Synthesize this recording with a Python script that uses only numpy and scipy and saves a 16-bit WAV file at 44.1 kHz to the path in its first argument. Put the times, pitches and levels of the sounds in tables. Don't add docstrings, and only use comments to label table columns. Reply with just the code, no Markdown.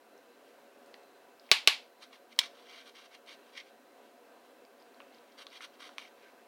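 import sys
import numpy as np
from scipy import signal
from scipy.fft import rfft, irfft, next_fast_len
from scipy.io import wavfile
from scipy.ndimage import uniform_filter1d, map_coordinates

SR = 44100
rng = np.random.default_rng(int(sys.argv[2]) if len(sys.argv) > 2 else 0)


def generate_wav(signal):
    frames = np.transpose(np.atleast_2d(signal))
    scaled = np.clip(frames, -1, 1) * 32767
    pcm = np.round(scaled).astype(np.int16)
    wavfile.write(sys.argv[1], SR, pcm)


def invert_db(x):
    u = np.asarray(x, float) / 20
    return 10 ** u


N = 285327

# freq_hz, density_db (per Hz)
ROOM_TONE = [(35, -48.5), (60, -40), (192, -22), (232, -9), (405, -8.5), (445, -13), (561, -3.5),
             (602, -9.5), (692, -3.5), (796, -9.5), (1530, -12), (2220, -17), (2670, -18), (15700, -39)]
# freq_hz, width_hz, lift_db
FAN_HUMPS = [(259.4, 110, 5.5), (409, 50, 7.5), (480, 30, 12), (565, 50, 5.5), (717, 110, 4.5),
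             (980, 27, 6.5), (1556, 35, 5.5), (2649, 60, 6), (4050, 92, 3.5)]
# freq_hz, t60_s
ROOM_DECAY = [(300, 0.075), (1000, 0.28), (2500, 0.23), (5500, 0.26), (14000, .19)]
# start_s, peak_db, first_mode_hz, second_mode_hz
TOOTH_TICKS = [(.178, -56, 5500, 6500), (.861, -52, 4300, 8800), (1.033, -54, 4100, 8500),
               (1.397, -46.5, 5000, 4150), (1.465, -56, 5000, 4234), (2.363, -54, 4500, 5800),
               (3.263, -50, 4000, 8500), (4.651, -49.5, 4700, 2190), (4.80, -54, 4900, 5130),
               (4.824, -53.5, 4625, 5300), (4.945, -52.5, 4070, 4800), (5.018, -49.5, 2610, 2200),
               (5.125, -54.5, 4060, 4200), (5.147, -50.5, 4700, 5500), (5.185, -55, 4110, 5000),
               (5.322, -54, 5300, 4190), (5.503, -52, 4500, 5600)]
# start_s, peak_db, first_mode_hz, second_mode_hz, steel_edge_db
BLADE_TAPS = [
    (0.942, -36.5, 4320, 1910, -20),
    (1.491, -45, 2100, 2500, -33.5),
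    (3.574, -37, 4700, 2880, -30),
    (3.602, -37, 4700, 3000, -27),
    (5.003, -37, 1156, 2750, -31),
    (5.468, -31, 4030, 3160, -9),
    (5.607, -36.5, 2180, 1300, -31),
    (5.892, -43, 1060, 1510, -26),
    (5.9828, -22, 2340, 3560, -10),
]
# freq_hz, density_db (per Hz)
STEEL_EDGE = [(500, -29), (1150, 1.5), (1600, -11.5), (3500, 5), (5000, -13), (6000, -11), (7500, -30.5),
              (9000, -22), (12000, -30.5), (16000, -41.5)]
# start_s, length_s, scrape_db, swell_db (over the stroke),
# place_db (+ bare plate centre, - in the bread)
FIRM_STROKES = [(2.015, 0.025, -58.5, 7.5, -2), (2.131, .03, -57, -6.5, 0), (2.295, 0.031, -76.5, 16, 1.5),
                (2.403, 0.061, -43, -7.5, 1), (2.862, 0.036, -60, 0, -3), (2.955, 0.11, -56.5, -5, -0.5),
                (3.112, 0.039, -67, 13.5, 1), (3.276, 0.067, -55.5, -2, 1.5), (3.535, 0.041, -68.5, 15, 6),
                (3.578, .034, -52.5, -5, 8), (3.66, .03, -71, 5, 4), (5.386, 0.037, -53.5, 1.5, -2),
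                (5.52, 0.053, -58, 4.5, -.3), (5.615, 0.0353, -51, 2.5, -1), (5.74, 0.013, -66.5, 2, -2.5),
                (5.806, 0.074, -53.5, -3.5, -1.5), (5.988, 0.094, -55.5, -8, 2.5)]
# start_s, length_s, scrape_db, swell_db, place_db
LIGHT_DRAGS = [(.475, .012, -74, -2, -8), (1.45, .055, -69, 1, -3.5), (2.372, .012, -82, 8, -4),
               (2.56, 0.032, -65.5, 1, -4), (2.7, 0.1, -57.5, 0.5, 2), (3.475, .06, -69.5, -4, -8),
               (4.04, .03, -76.5, 4, -1.5), (4.448, .03, -74, 0, -6), (4.81, .016, -73, -6, -0.2),
               (5.14, .04, -72, 0, 4), (5.3, .025, -73.5, 0, 1), (5.91, .015, -69.5, 0, -3),
               (6.215, .06, -69, -3, 8)]
# freq_hz, width_hz, level_db
PLATE_MODES = [(2766, 150, 0), (3228, 250, 1), (3750, 200, -1), (4060, 270, -3.5), (4700, 250, -6.5),
               (5500, 360, -10), (6240, 780, -16.5)]
# freq_hz, width_hz, level_db
CENTRE_MODES = [(1990, 650, 3), (2400, 430, 5)]
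# freq_hz, width_hz, level_db
BREAD_RUB = [(1065, 340, 3.5), (1630, 350, 1)]
# freq_hz, width_hz, level_db
BLADE_MODES = [(7400, 770, -12), (8500, 900, -1), (9700, 2100, -3.5), (12400, 3000, -8.5)]
# time_s, level_db
SQUEAK_LEVEL = [
    (6.22, -75),
    (6.25, -65),
    (6.3, -67),
    (6.33, -83),
]
# start_s, peak_db
RIM_SNAPS = [
    (1.515, -2.5),
    (1.6743, -3),
]
# freq_hz, density_db (per Hz)
CRACK_COLOUR = [(90, -53.5), (300, -26), (1000, -25.5), (1700, -9), (2300, -0.5), (3200, -0.5), (4100, -1),
                (4800, -2), (5800, -12), (7500, -15.5), (11000, -24.5), (15500, -30)]
# freq_hz, density_db (per Hz)
ROOM_COLOUR = [(250, -44.5), (420, -20), (840, -9), (1150, -12.5), (1600, -12), (2300, 1.5), (3200, -0.5),
               (4500, -4.5), (5300, -12), (6500, -19), (9000, -21.5), (14600, -30.5), (16500, -55.5)]
# freq_hz, width_hz, level_db
RIM_MODES = [(405, 50, -13), (650, 60, -13), (850, 50, -12), (1130, 30, -5), (1530, 70, -11),
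             (1900, 70, -11), (2256, 35, -3), (2430, 40, -7), (2830, 70, -8), (3170, 110, 2),
             (3500, 70, -6), (4060, 70, 0), (4490, 60, -3), (4910, 60, -8), (5480, 150, -10),
             (7450, 500, -19)]
# lag_s, level_db
REFLECTIONS = [(.0007, -2.5), (.0013, -14.5), (.003, -8.5), (.0087, -7), (0.0113, -13.5), (.031, -19)]
# start_s, peak_db
FLOOR_POPS = [
    (2.3899, -3.5),
]
# freq_hz, density_db (per Hz)
FLOOR_COLOUR = [(180, -61), (300, -31), (700, -23), (1070, -15), (1400, -26), (1750, -12), (2500, -11.5),
                (3190, -1.5), (4030, -5.5), (5700, -10), (6340, -17.5), (16000, -30.5)]

TOP_HZ = 15900
STROKE_RISE, STROKE_FALL, DRAG_RISE, DRAG_FALL = 1300, 900, 220, 250
CENTRE_DB, RUB_DB, BLADE_DB = -4.5, -7, -17.5
CENTRE_FOLLOWS, RUB_FOLLOWS, BLADE_FOLLOWS = 0.8, -0.9, -0.7


def unit(x):
    return x / np.sqrt(np.mean(x ** 2) + 1e-20)


def along(points, hz):
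    f, v = np.transpose(points)
    return np.interp(np.log(hz + 1), np.log(f + 1), v)


def filtered(x, response):
    m = next_fast_len(len(x) + 8192)
    return irfft(rfft(x, m) * response(np.fft.rfftfreq(m, 1 / SR)), m)[:len(x)]


def causal(points):
    def response(hz):
        cepstrum = irfft(np.log(invert_db(along(points, hz)) + 1e-6))
        half = len(cepstrum) // 2
        cepstrum[1:half] *= 2
        cepstrum[half + 1:] = 0
        return np.exp(rfft(cepstrum, len(cepstrum)))
    return response


def modes(rows):
    def response(f):
        total = 0
        for k, (centre, width, db) in enumerate(rows):
            damping = 1j * f * width
            total = total + (-1) ** k * invert_db(db) * damping / (centre * centre - f * f + damping)
        return total
    return response


def wobble(rate):
    knots = rng.standard_normal(int(N * rate / SR) + 4)
    return map_coordinates(knots, [np.arange(N) * rate / SR])


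def patchy(x, patchy_db, bins, frames):
    z = signal.stft(x, nperseg=512)[2]
    field = uniform_filter1d(rng.standard_normal(z.shape), round(bins), axis=0)
    field = uniform_filter1d(field, round(frames), axis=1)
    return unit(signal.istft(z * invert_db(patchy_db * unit(field)), nperseg=512)[1][:N])


def tail():
    hz, t, z = signal.stft(rng.standard_normal(SR // 3), SR, nperseg=128)
    decay = invert_db(-60 * t / along(ROOM_DECAY, hz)[:, None])
    answer = signal.istft(z * decay, SR, nperseg=128)[1][:SR // 3]
    answer = answer * np.clip(np.arange(len(answer)) / SR / 0.014, 0, 1)
    return answer / np.linalg.norm(answer)


def add(track, s, sound):
    part = track[round(s * SR):][:len(sound)]
    part += sound[:len(part)]


def air():
    def fan_colour(f):
        humps = sum(db / (1 + (2 * (f - c) / w) ** 2) for c, w, db in FAN_HUMPS)
        return invert_db(along(ROOM_TONE, f) + humps) * (f < TOP_HZ)

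    hum = filtered(rng.standard_normal(N), fan_colour)
    whine = filtered(rng.standard_normal(N), lambda f: modes([(1545, 40, 0), (4060, 130, -3)])(f) ** 2)
    hiss = filtered(rng.standard_normal(N), lambda f: f / (f + 5000) * (f < TOP_HZ))
    sway = invert_db(0.5 * wobble(1.3) + 0.65 * wobble(7))
    whine_gain = invert_db(-21.5 + 4 * wobble(5.3))
    fan = sway * patchy(hum, 0.9, 3, 12) + whine_gain * unit(whine)
    return invert_db(-59.5) * fan + invert_db(-76.5) * unit(hiss)


def rattle(t, spike_db, fast, slow_db, slow):
    shake = rng.standard_normal(len(t)) * (invert_db(-60 * t / fast) + invert_db(slow_db - 60 * t / slow))
    shake = shake + invert_db(spike_db) * (t == 0)
    power = uniform_filter1d(np.abs(rfft(shake)) ** 2, size=100)
    flatten = np.transpose([np.fft.rfftfreq(len(t), 1 / SR), -10 * np.log10(power)])
    return filtered(shake, causal(flatten))


def ticks():
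    out, t = np.zeros(N), np.arange(SR // 3) / SR
    contacts = [(s, db, hz, hz2, -0.5, edge_db, 0.17) for s, db, hz, hz2, edge_db in BLADE_TAPS]
    contacts += [(*row, -4, -26, 0.08) for row in TOOTH_TICKS]
    for s, db, hz, hz2, second_db, edge_db, width in contacts:
        pair = modes([(hz, width * hz, 0), (hz2, width * hz2, second_db)])

        def contact(f):
            soft = 1j * f / (f + 900) / (1 + 1j * f / (1.2 * max(hz, hz2))) ** 4
            return pair(f) * soft + invert_db(edge_db) * causal(STEEL_EDGE)(f)

        tick = filtered(rattle(t, 17, 0.0069, -13, 0.04), contact)
        echo = signal.fftconvolve(tick[:SR // 50], tail())[:len(t)]
        add(out, s, invert_db(db) * (tick + invert_db(-14) * echo) / np.abs(tick).max())
    return out


def pressure(rows, rise, fall):
    s, length, db, swell_db, place_db = np.transpose(rows)[:, :, None]
    t = np.arange(0, N + 32, 32) / SR
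    shape_db = db + swell_db * np.clip((t - s) / length, 0, 1)
    shape_db = shape_db - rise * np.maximum(s - t, 0) - fall * np.maximum(t - s - length, 0)
    mix_db = [CENTRE_DB, RUB_DB, BLADE_DB] + place_db * [CENTRE_FOLLOWS, RUB_FOLLOWS, BLADE_FOLLOWS]
    strokes = invert_db(shape_db)
    layers = [strokes.sum(axis=0), *(invert_db(mix_db).T @ strokes)]
    return np.array([np.interp(np.arange(N) / SR, t, layer) for layer in layers])


def scrape():
    t = np.arange(N) / SR
    level = pressure(FIRM_STROKES, STROKE_RISE, STROKE_FALL) + pressure(LIGHT_DRAGS, DRAG_RISE, DRAG_FALL)
    grains = rng.standard_normal(N) * invert_db(2.9 * rng.standard_normal(N) + 1.8 * wobble(170))
    plate = filtered(grains, lambda f: modes(PLATE_MODES)(f) * (f / (f + 1500)) ** 2)
    plate = patchy(plate, 1.3, 3, 14)
    centre = patchy(filtered(grains, lambda f: modes(CENTRE_MODES)(f) ** 2), 1.5, 2, 10)
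    rub = patchy(filtered(grains, lambda f: modes(BREAD_RUB)(f) ** 2), 1.5, 2, 10)
    blade = unit(filtered(grains, lambda f: np.abs(modes(BLADE_MODES)(f)) ** 1.5))
    close = np.sum(level * [plate, centre, rub, blade], axis=0)
    s, db = np.transpose(SQUEAK_LEVEL)
    sing = unit(filtered(grains, modes([(1560, 9.6, 0)])))
    close = close + invert_db(np.interp(t, s, db, -140, -140)) * sing
    return close + invert_db(-16) * signal.fftconvolve(close, tail())[:N]


def snaps():
    out, t = np.zeros(N), np.arange(SR // 3) / SR
    burst = rattle(t, 10.5, 0.01, -9, 0.05)
    room = filtered(tail(), causal(ROOM_COLOUR))
    for s, db in RIM_SNAPS:
        blow = burst + 0.43 * rattle(t, 0, 0.012, -10, 0.031)
        first = filtered(blow * invert_db(-60 * t / 0.004), lambda f: 1 / (1 + 1j * f / 6000))
        ring = filtered(first, modes(RIM_MODES))
        for lag, echo_db in REFLECTIONS:
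            blow = blow + invert_db(echo_db) * np.roll(first, round(lag * SR))
        crack = filtered(blow, causal(CRACK_COLOUR))
        body = crack / np.abs(crack).max() + invert_db(-9) * ring / np.abs(ring).max()
        push = invert_db(-38.5) * t / 0.00055 * np.exp(1 - t / 0.0005)
        add(out, s, invert_db(db + 3) * (body + push + invert_db(3.5) * room / np.linalg.norm(room)))
    return out


def pop():
    out, t = np.zeros(N), np.arange(SR // 3) / SR
    for s, db in FLOOR_POPS:
        blow = np.zeros(len(t))
        for lag, size in [(0, 0.85), (0.00095, 0.93), (0.0032, 0.18)]:
            blow += size * np.roll(rattle(t, 7.7, 0.00294, -14.5, 0.036), round(lag * SR))
        body = filtered(blow, causal(FLOOR_COLOUR))
        echo = signal.fftconvolve(body[:SR // 50], tail())[:len(t)]
        add(out, s, min(invert_db(db), 0.6) * (body + invert_db(-20.5) * echo) / np.abs(body).max())
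    return out


def scene():
    return (air() + ticks() + scrape() + snaps() + pop())[None]


def band_limit(x):
    return signal.sosfilt(signal.butter(12, 17020, fs=SR, output="sos"), x)


def record(dry):
    saturated = dry / (1 + np.abs(dry / 0.65) ** 8) ** (1 / 8)
    mix = filtered(saturated[0], lambda f: f < 1.04 * TOP_HZ)[None]
    return band_limit(mix)


dry = scene()
out = record(dry)
generate_wav(out)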